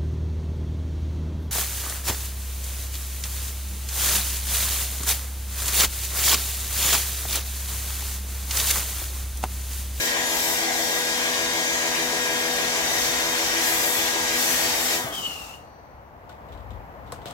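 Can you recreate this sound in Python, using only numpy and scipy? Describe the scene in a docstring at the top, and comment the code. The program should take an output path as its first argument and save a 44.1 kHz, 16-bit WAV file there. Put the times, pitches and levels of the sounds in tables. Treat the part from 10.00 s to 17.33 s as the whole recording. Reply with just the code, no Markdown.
"""Pressure washing a car

In a fenced yard a pump drones while a jet of foam hisses and drums on a car's panels.
The trigger is let go, the motor stops and the last pressure leaves with a sinking whistle.
That leaves a distant town, a little wind, scuffs on gravel and clacks from the lance (the spray wand)."""
import sys
import numpy as np
from scipy import signal
from scipy.fft import rfft, irfft, next_fast_len
from scipy.io import wavfile

SR = 44100
rng = np.random.default_rng(int(sys.argv[2]) if len(sys.argv) > 2 else 0)


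def dump(signal):
    """Clip the signal to [-1, 1] and save it as 16-bit WAV at the path in sys.argv[1]."""
    limited = np.clip(np.atleast_2d(signal).T, -1, 1)
    pcm = np.round(limited * 32767).astype(np.int16)
    wavfile.write(sys.argv[1], SR, pcm)


N = 323234
T = np.arange(N) / SR
FFT_SIZE = next_fast_len(N, True)
HZ = np.maximum(np.arange(FFT_SIZE // 2 + 1) * SR / FFT_SIZE, 1)

RELEASE_S, COLLAPSE_DB_PER_S = 4.95, 120  # the trigger is let go and the jet collapses
EMPTYING_S = 5.11  # the hose starts to empty through the nozzle
DRY_S, DRY_DB_PER_S = 5.493, 111  # the hose runs dry
UNSTEADY_HZ = 6.1  # how quickly the flow wavers
EAR_LAG_S = 0.00018  # sound from the left reaches the right ear this much later

# The jet's middle rush, high hiss and top sizzle. Columns: pitch_hz, relative_db
RUSH_SPECTRUM = [(700, -16), (1200, -8), (1500, -5), (1900, -0.5), (2250, -1), (2650, -2.5), (3200, -4),
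                 (4500, -66)]
HISS_SPECTRUM = [(1800, -28.5), (2700, -10), (3300, 0), (4300, -0.5), (5200, 0.5), (6100, 1), (7200, -0.5),
                 (8200, -5.5), (9100, -12), (11000, -8), (15500, -51)]
SIZZLE_SPECTRUM = [(5500, -24), (7500, 2), (8300, 0.5), (9200, -7.5), (10500, -2), (12500, 1), (14000, 0.5),
                   (15800, -5.5)]

def spray():
    """The jet rushes and hisses, and sizzles most when the nozzle faces the listener."""
    rush_gain = jet_gain(full_db=-35.5, facing_share=0.07, emptying_db=-48.5, waver_db=1.5)
    rush = reflect(noise(RUSH_SPECTRUM), delay_s=0.002655, sway=0.057, strength=0.76)
    hiss = coloured(white() + 0.32 * clicks(per_s=3000, spread_db=3), from_db(at_hz(HISS_SPECTRUM)))
    # The hiss bounces off both the bonnet and the ground.
    hiss = reflect(hiss, delay_s=0.001092, sway=0.1555, strength=0.39)
    hiss_gain = jet_gain(full_db=-30.5, facing_share=0.0664, emptying_db=-40.5, waver_db=0.6)
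    hiss = reflect(hiss, delay_s=0.0035, sway=0.0532, strength=0.74)
    sizzle_gain = jet_gain(full_db=-38.5, facing_share=1, emptying_db=-45, waver_db=0.7)
    sizzle = reflect(noise(SIZZLE_SPECTRUM), delay_s=0.0038, sway=0.0304, strength=0.51)
    return rush_gain * rush * pan(2.2) + hiss_gain * hiss * pan(2.6) + sizzle_gain * sizzle * pan(3.2)


# The jet grows louder towards the front of the car. Columns: time_s, boost_db
NEARNESS = [(0, -1.1), (.75, -1.3), (1.5, -.9), (2.25, -1.35), (3.0, 0.1), (3.55, 0.4), (4.25, 0.75),
            (4.55, 0.9), (4.95, 0.3)]
# The wrist turns the nozzle to face the listener. Columns: start_s, end_s, turn_s, boost_db
NOZZLE_SWINGS = [(-.1, 0.106, .1, 8), (0.343, .6, .2, 10), (.74, 1.01, .12, 4.5), (2.87, 3.103, .12, 4.5),
                 (3.616, 4.037, 0.19, 9), (4.357, 4.68, 0.14, 8.5), (4.737, 5.1, 0.23, 8)]

def jet_gain(full_db, facing_share, emptying_db, waver_db):
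    """The jet's loudness follows its place and aim, collapses, then returns as the hose empties."""
    near_db, = in_time(NEARNESS)
    facing_db = sum(db * (rise(start - turn / 2, turn) - rise(end - turn / 2, turn))
                    for start, end, turn, db in NOZZLE_SWINGS)
    pumped = from_db(full_db + near_db + facing_share * facing_db) * fall(RELEASE_S, COLLAPSE_DB_PER_S)
    spit_db = 3.3 * swell(5.55, 0.053)  # the last water leaves in one spit
    draining = rise(EMPTYING_S, 0.031) * fall(EMPTYING_S, db_per_s=25) * fall(DRY_S, DRY_DB_PER_S)
    emptying = from_db(emptying_db + spit_db) * draining
    return from_db(waver_db * drift(UNSTEADY_HZ)) * np.hypot(pumped, emptying)


# Ringing in the panels, rush and hiss. Columns: pitch_hz, level_db, wander_share (of the pitch)
WANDERING_BANDS = [(860.4, -44, .1), (1906, -46.5, .025), (6034, -44.5, .05)]
# The jet crosses an edge or hollow of the car. 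Columns: middle_s, length_s, pitch_hz, level_db
FLARES = [(0.173, 0.34, 1887, -35.5), (.17, 0.12, 991, -38), (.28, 0.59, 3220, -41.5), (.3, .25, 6900, -38),
          (0.306, .22, 11300, -38), (.42, 0.52, 883, -40.5), (0.757, 0.48, 741, -37),
          (0.67, 0.42, 2070, -38), (0.915, 0.44, 1940, -40), (1.283, 0.22, 3400, -40.5),
          (1.56, 0.23, 3250, -43.5), (1.74, 0.49, 6550, -37), (1.945, 0.59, 1877, -42),
          (2.925, 0.19, 1985, -37), (2.93, 0.49, 764, -39.5), (2.96, 0.65, 5910, -37.5),
          (3.498, 0.49, 5600, -37.5), (3.65, 0.37, 1810, -39.5), (4.018, 0.36, 3500, -38),
          (4.208, 0.24, 923, -39.5), (4.2, 0.38, 2066, -46.5), (4.504, 0.18, 6080, -34.5),
          (4.564, 0.22, 1866, -39), (4.7, 0.41, 4600, -40)]

def jet_resonances(wander_hz=1.2, base_width_hz=63, width_share=0.031):
    """Narrow bands sing in the spray: three wander as the lance sweeps, others flare up briefly."""
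    out = 0
    for hz, db, wander in WANDERING_BANDS:
        centre_hz = hz * np.exp(wander * drift(wander_hz))
        out += from_db(db) * noise_band(centre_hz, base_width_hz + width_share * hz)
    for middle_s, length_s, hz, db in FLARES:
        out += from_db(db) * swell(middle_s, length_s) * noise_band(hz, base_width_hz + width_share * hz)
    return out * fall(RELEASE_S, COLLAPSE_DB_PER_S) * pan(3.6)


# How fast the pump's shaft spins. Columns: time_s, turns_per_s
SHAFT_SPEED = [(0, 82.04), (1.2, 82.0), (2.2, 81.82), (3.2, 82.0), (4.6, 82.2), (5.02, 82.0), (5.12, 74),
               (5.4, 30)]
# How hard the pump works. Columns: time_s, level_db, whine_boost_db
PUMP_EFFORT = [(0, -1, 3), (.5, -1.5, 2.5), (1.2, -0.5, 4), (2, 1, 2), (3.2, 1, 1.5), (5.0, -1, 1),
               (5.07, -7.5, 4.5), (5.2, -14, -4), (5.5, -70, -10)]
# The tones of the drone. Columns: cycles_per_turn, level_db, throb_depth (0 to 1)
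PUMP_TONES = [(2, -53, 0.22), (3, -45, 0.53), (4, -42.5, 0.6), (5, -47, 0.64), (6, -40.5, 0.1),
              (7, -45.5, 1), (8, -44, 0.44), (9, -44.5, 0.17), (12, -50, 0.13), (14, -53.5, 0.18),
              (17, -54.5, 0.5), (18, -51.5, 0.55), (19, -56, .2), (20, -40, 0.11), (23, -43.5, 0.36),
              (26, -43, 0.1), (28, -68, .2), (29, -41.5, 0.8), (30, -63, 0.4), (31, -85.5, .2),
              (32, -75.5, .2), (39, -45, 0), (45, -42, 0)]
# Where the pump's casing rings. Columns: pitch_hz, width_hz, relative_db
CASING_RESONANCES = [(287, 7.3, 5.5), (430, 290, -3), (680, 270, 0.5), (980, 156, 5), (1730, 530, -1.5),
                     (1940, 190, -1)]

def pump(hum_waver_db=1.5, whine_waver_db=2.0, throb_hz=6.5, rattle_db=-38):
    """The shaft's tones throb with the load, and three pistons rattle the casing on every turn."""
    turns_per_s, = in_time(SHAFT_SPEED)
    effort_db, whine_db = in_time(PUMP_EFFORT)
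    angle = 2 * np.pi * np.cumsum(turns_per_s * (1 + 0.0003 * drift(4))) / SR
    beat = np.exp(1j * (2 * np.pi * throb_hz * T + 0.5 * drift(0.73)))
    tones = 0
    for multiple, level_db, depth in PUMP_TONES:
        tone_phase, beat_phase = np.exp(2j * np.pi * rng.random(2))
        # A tone throbs by beating against a neighbour just above it.
        throb = (1 + depth * beat_phase * beat) / np.hypot(1, depth)
        wave = tone_phase * np.exp(1j * multiple * angle) * throb
        wander_db = hum_waver_db * drift(2.1) if multiple < 10 else whine_db + whine_waver_db * drift(3.7)
        tones += stereo_tone(from_db(level_db + wander_db) * wave, multiple * turns_per_s[0])
    pistons = 1 + 0.57 * np.cos(3 * angle) + 0.34 * np.cos(angle)
    casing_power = sum((from_db(db) / (1 + (2 * (HZ - hz) / width) ** 2) ** 1.13) ** 2
                       for hz, width, db in CASING_RESONANCES)
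    rattle = from_db(rattle_db) * coloured(white() * pistons, np.sqrt(casing_power))
    return from_db(effort_db) * (tones * pan(4.5) + rattle * pan(1.2))


# The car's panels under the drops. Columns: pitch_hz, relative_db
PANEL_SPECTRUM = [(100, -59), (200, -4.5), (330, -7.5), (550, -10), (780, 3), (1000, -9.5), (1250, -4),
                  (1800, -16.5)]

def foam_landing(drum_db=-39.5, near_share=0.38, waver_db=1.1, patter_db=-47.5):
    """Drops drum on the panels and patter on the bonnet; the last land after the jet has stopped."""
    near_db, = in_time(NEARNESS)
    landing = rise(0.018, 0.085) * fall(EMPTYING_S, db_per_s=23) * fall(DRY_S, DRY_DB_PER_S)
    drum = coloured(clicks(per_s=2500, spread_db=2.3), from_db(at_hz(PANEL_SPECTRUM)))
    drum = reflect(drum, delay_s=0.0037, sway=0.083, strength=0.26)
    drum *= from_db(drum_db + near_share * near_db + waver_db * drift(UNSTEADY_HZ))
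    patter = from_db(patter_db) * rise(0.9, 2.4) * noise_band(1230.5, width_hz=133)
    return landing * (drum + patter) * pan(3.2)


# The nozzle's sinking whistle. Columns: time_s, pitch_hz, level_db
NOZZLE_WHISTLE = [(5.11, 3264, -50), (5.15, 3230, -37), (5.22, 3000, -41), (5.25, 2994, -31.5),
                  (5.32, 2850, -41), (5.49, 2690, -53), (5.54, 2800, -49.5), (5.6, 2800, -63),
                  (5.75, 2850, -88)]
# The tones in that whistle. Columns: pitch_multiple, relative_db
WHISTLE_OVERTONES = [(1, 1), (1.498, -17), (2.019, -19), (2.57, -17), (4, -20)]

def nozzle_whistle():
    """As the pressure falls, the nozzle whistles and breaks up into a band of hiss."""
    hz, level_db = in_time(NOZZLE_WHISTLE)
    clear = whistle(NOZZLE_WHISTLE, WHISTLE_OVERTONES, jitter=0.028, flutter_db=2)
    breakup_db = np.interp(T, [5.25, 5.4], [-8, 0])
    airy = from_db(level_db + breakup_db) * noise_band(hz, width_hz=160) * pan(4.1)
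    return (T > EMPTYING_S) * (clear + airy)


# The valve's thin squeal. Columns: time_s, pitch_hz, level_db
VALVE_SQUEAL = [(5.45, 5910, -110), (5.6, 5910, -75), (5.8, 5910, -74.5), (6.1, 5905, -81),
                (6.45, 5905, -105)]

def closed_valve(seep_db=-71):
    """The closed valve squeals and seeps faintly for a moment."""
    squeal = whistle(VALVE_SQUEAL, [(1, 0)], jitter=0.004, flutter_db=2.5)
    seep_gain = from_db(seep_db) * rise(DRY_S, 0.1) * fall(5.77, db_per_s=45)
    return squeal + seep_gain * noise_band(4400, width_hz=630) * pan(3)


# The pump stopping, then footfalls. Columns: start_s, pitch_hz, level_db, ring_s (to fade by 60 dB)
THUDS = [(5.041, 129.3, -29, 0.09), (5.055, 658, -34.5, 0.31), (6.57, 91.5, -39, 0.11),
         (6.712, 84, -53, .15), (6.716, 216, -34.5, 0.063)]

def thuds(attack_s=0.0045):
    """Each dull thud is one low tone that dies away quickly."""
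    out = np.zeros((2, N))
    for start_s, hz, db, ring_s in THUDS:
        start = round(start_s * SR)
        age = T[:N - start]
        gain = from_db(db - 60 * age / ring_s) * (1 - np.exp(-age / attack_s))
        out[:, start:] += gain * stereo_tone(np.exp(2j * np.pi * hz * age), hz)
    return out * pan(5.7)


# Knocks on the lance. Columns: start_s, level_db, low_tone_boost_db, favoured_pitch_hz
KNOCKS = [(6.2965, -52.5, 12, 1470), (7.1217, -32.5, -13, 4180), (7.1249, -46, 17, 1070),
          (7.257, -38, -7, 3660), (7.283, -42, 4, 704), (7.309, -40, -4, 8100)]
# The tones the lance rings with. Columns: pitch_hz, relative_db, ring_s (to fade by 60 dB)
LANCE_TONES = [(495, -4.5, 0.069), (704, -7, .11), (1070, -9, 0.03), (1280, -13, 0.03), (1470, -14, 0.1),
               (3660, -13, 0.015), (4180, -10, 0.015), (5170, -25, 0.018), (8100, -6, .015),
               (11200, -11, .015)]
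# The crack of a knock. Columns: pitch_hz, relative_db
CRACK_SPECTRUM = [(300, -2), (1100, 11), (2500, -1), (4300, -1), (6500, -4), (8200, 0), (9500, -7),
                  (12000, -8), (15500, -13)]

def lance_clacks(tick_s=0.0014, crack_db=-11, crack_s=0.027, favour_db=7):
    """Each knock ticks, cracks and rings the lance, giving one of its tones an extra push."""
    out = np.zeros((2, N))
    crack = noise(CRACK_SPECTRUM)
    for start_s, db, low_boost_db, favoured_hz in KNOCKS:
        start = round(start_s * SR)
        age = T[:N - start]
        burst = np.exp(-age / tick_s) + from_db(crack_db) * np.exp(-age / crack_s)
        out[:, start:] += from_db(db) * burst * crack[:, start:]
        favoured = np.argmin([abs(hz - favoured_hz) for hz, _, _ in LANCE_TONES])
        for k, (hz, tone_db, ring_s) in enumerate(LANCE_TONES):
            boost_db = low_boost_db * (hz < 2000) + favour_db * (k == favoured)
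            strength_db = db + tone_db + boost_db + rng.normal(0, 1.8, (2, 1))
            wave = np.sin(2 * np.pi * hz * age) * rng.choice([-1, 1])
            out[:, start:] += from_db(strength_db - 60 * age / ring_s) * wave
    return out * pan(3)


# Feet and hose scrape the gravel. Columns: start_s, level_db, fade_s
SCUFFS = [(6.293, -49, 0.034), (6.486, -59, 0.039), (6.521, -51, 0.03), (6.575, -61, 0.043),
          (6.705, -51, 0.027), (6.81, -76, 0.032), (6.87, -77, .04), (7.063, -58, 0.2), (7.216, -54, .03),
          (7.258, -38, 0.033), (7.302, -47, 0.017)]
# The clicking stones. Columns: pitch_hz, relative_db
GRAVEL_SPECTRUM = [(400, 6), (900, 5), (1500, -11), (2400, -2), (3600, 4), (5000, -8), (6500, -11),
                   (8200, -10), (9400, -22), (12000, -15), (15500, -19)]

def gravel_scuffs():
    """Each scuff is a short, dying shower of stone clicks."""
    gain = sum(from_db(db) * (T >= start_s) * np.exp(-np.maximum(T - start_s, 0) / fade_s)
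               for start_s, db, fade_s in SCUFFS)
    stones = coloured(clicks(per_s=2500, spread_db=2.5), from_db(at_hz(GRAVEL_SPECTRUM)))
    return gain * stones * pan(3.9)


# The rumble of moving air. Columns: pitch_hz, relative_db
WIND_SPECTRUM = [(20, -16), (35, -5), (52, 7), (68, 9.5), (95, 5), (130, 2), (200, -29), (400, -60)]
# Puffs of wind. Columns: middle_s, length_s, level_db
GUSTS = [(3.12, 0.57, -49.5), (6.544, 0.22, -45), (6.73, 0.23, -39.5), (7.12, 0.51, -47)]

def wind(breeze_db=-52.5):
    """A low breeze wavers, and a few gusts blow mostly on the left."""
    breeze = from_db(breeze_db + drift(3.3)) * noise(WIND_SPECTRUM)
    gust_gain = sum(from_db(db) * swell(middle_s, length_s) for middle_s, length_s, db in GUSTS)
    return breeze * pan(2.9) + gust_gain * noise(WIND_SPECTRUM) * pan(10.3)


# The town's murmur. Columns: pitch_hz, relative_db
TOWN_SPECTRUM = [(88, -16), (150, -5), (213, -7), (388, -9), (570, -4), (860, -3), (1300, -12), (2000, -18),
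                 (3500, -32.5), (5400, -37), (7500, -41.5), (9500, -49), (12000, -37), (15500, -38)]
# How loud the town is. Columns: time_s, level_db
TOWN_LEVEL = [(0, -49.5), (5.3, -44.5), (5.75, -49), (6.15, -49.5), (6.45, -45.5), (7.05, -45), (7.33, -44)]

def distant_town():
    """The town blurs into a wash of noise, further to the left than the washer."""
    level_db, = in_time(TOWN_LEVEL)
    return from_db(level_db) * noise(TOWN_SPECTRUM, lag_s=0.00029) * pan(2.8)


# How alike the two ears hear the yard. Columns: pitch_hz, likeness (0 to 1)
EAR_LIKENESS = [(30, 1), (130, 0.81), (300, 0.67), (600, 0.73), (1200, 0.34), (2500, 0.057), (5000, 0.082),
                (15000, 0.13)]

def coloured(source, gain, lag_s=EAR_LAG_S):
    """Filter three noises into stereo: one reaches both ears directly, two are scattered sound."""
    direct, left, right = rfft(source, FFT_SIZE)
    alike = np.clip(at_hz(EAR_LIKENESS), 0, 1)
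    arrival = np.exp(-2j * np.pi * HZ * lag_s * np.array([[0], [1]]))
    both = np.sqrt(alike) * direct * arrival + np.sqrt(1 - alike) * np.array([left, right])
    return rms_one(irfft(both * gain, FFT_SIZE)[:, :N])


def noise(spectrum, lag_s=EAR_LAG_S):
    """Smooth stereo noise; its spectrum says how strong each pitch is."""
    return coloured(white(), from_db(at_hz(spectrum)), lag_s)


def white():
    """Three unrelated noises: one for both ears to share, and one for each."""
    return rng.standard_normal((3, N))


def clicks(per_s, spread_db):
    """Three unrelated showers of clicks of uneven size."""
    sizes = from_db(spread_db * np.minimum(rng.exponential(1, (3, N)), 5))
    showers = white() * sizes * (rng.random((3, N)) < per_s / SR)
    return showers / (showers.std() + 1e-12)


def noise_band(hz, width_hz):
    """Swirling flow makes a narrow band of noise around a pitch that may glide."""
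    carrier = np.exp(2j * np.pi * np.cumsum(hz * np.ones(N)) / SR)
    ears = [(carrier * (drift(width_hz) + 1j * drift(width_hz))).real for _ in range(2)]
    return rms_one(np.array(ears))


def whistle(curve, overtones, jitter, flutter_db):
    """An airy whistle: each tone trembles in pitch and flutters in level."""
    hz, level_db = in_time(curve)
    out = 0
    for multiple, overtone_db in overtones:
        wave = np.exp(2j * np.pi * np.cumsum(multiple * hz * (1 + jitter * drift(198))) / SR)
        wave *= from_db(flutter_db * drift(60))
        # Reflections put the two ears out of step.
        out += from_db(overtone_db) * rms_one(np.array([wave.real, wave.imag]))
    return from_db(level_db) * out * pan(3.8)


def stereo_tone(wave, hz):
    """Turn a complex wave into a tone that reaches the right ear later."""
    return np.sqrt(2) * np.array([wave.real, (wave * np.exp(-2j * np.pi * hz * EAR_LAG_S)).real])


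def reflect(sound, delay_s, sway, strength):
    """A close echo boosts some pitches and cancels others; its delay shifts as the lance sweeps."""
    now = np.arange(N)
    echo = [np.interp(now - SR * delay_s * np.exp(sway * drift(1.4)), now, side) for side in sound]
    return rms_one(sound + strength * np.array(echo))


def drift(rate_hz):
    """A smooth random wobble with a typical size of 1."""
    step, warm_up = 40, 2000
    pole = np.exp(-2 * np.pi * step * rate_hz / SR)
    jolts = rng.standard_normal(N // step + warm_up + 2)
    slow = signal.lfilter([1], [1, -2 * pole, pole * pole], jolts)[warm_up:]
    return np.interp(np.arange(N) / step, np.arange(len(slow)), rms_one(slow))


def swell(middle_s, length_s):
    """A smooth bump of height 1 around a moment."""
    return np.exp(-(np.e * (T - middle_s) / length_s) ** 2)


def rise(start_s, length_s):
    """Go smoothly from 0 to 1."""
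    return np.sin(np.pi / 2 * np.clip((T - start_s) / length_s, 0, 1)) ** 2


def fall(start_s, db_per_s):
    """Hold at 1, then die away."""
    return from_db(-db_per_s * np.maximum(T - start_s, 0))


def in_time(rows):
    """Join a table's points into one curve over time for each value column."""
    times_s, *columns = np.transpose(rows)
    return [np.interp(T, times_s, column) for column in columns]


def at_hz(points):
    """Join a table's points into a curve over pitch."""
    hz, value = np.transpose(points)
    return np.interp(np.log(HZ), np.log(hz), value)


def pan(left_db):
    """Gains that make the left side this much louder than the right."""
    return from_db(np.array([[left_db], [-left_db]]) / 2)


def from_db(db):
    """Turn decibels into a gain to multiply by."""
    return np.exp(np.asarray(db) * (np.log(10) / 20))


def rms_one(x):
    """Scale so that the average of the channels has a typical size (rms) of 1."""
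    return x / np.sqrt(np.mean(np.atleast_2d(x).mean(axis=0) ** 2) + 1e-20)


def scene():
    """Add up the washer, the handling noises and the yard."""
    washer = pump() + spray() + foam_landing() + jet_resonances() + nozzle_whistle() + closed_valve()
    return washer + thuds() + gravel_scuffs() + lance_clacks() + wind() + distant_town()


def record(dry, low_cut_hz=36, high_cut_hz=15850):
    """Drop the lowest rumble and cut the highest treble steeply."""
    thinned = signal.sosfilt(signal.butter(4, low_cut_hz, "high", fs=SR, output="sos"), dry)
    return signal.sosfilt(signal.ellip(12, 0.1, 80, high_cut_hz, fs=SR, output="sos"), thinned)


dry = scene()
out = record(dry)
dump(out)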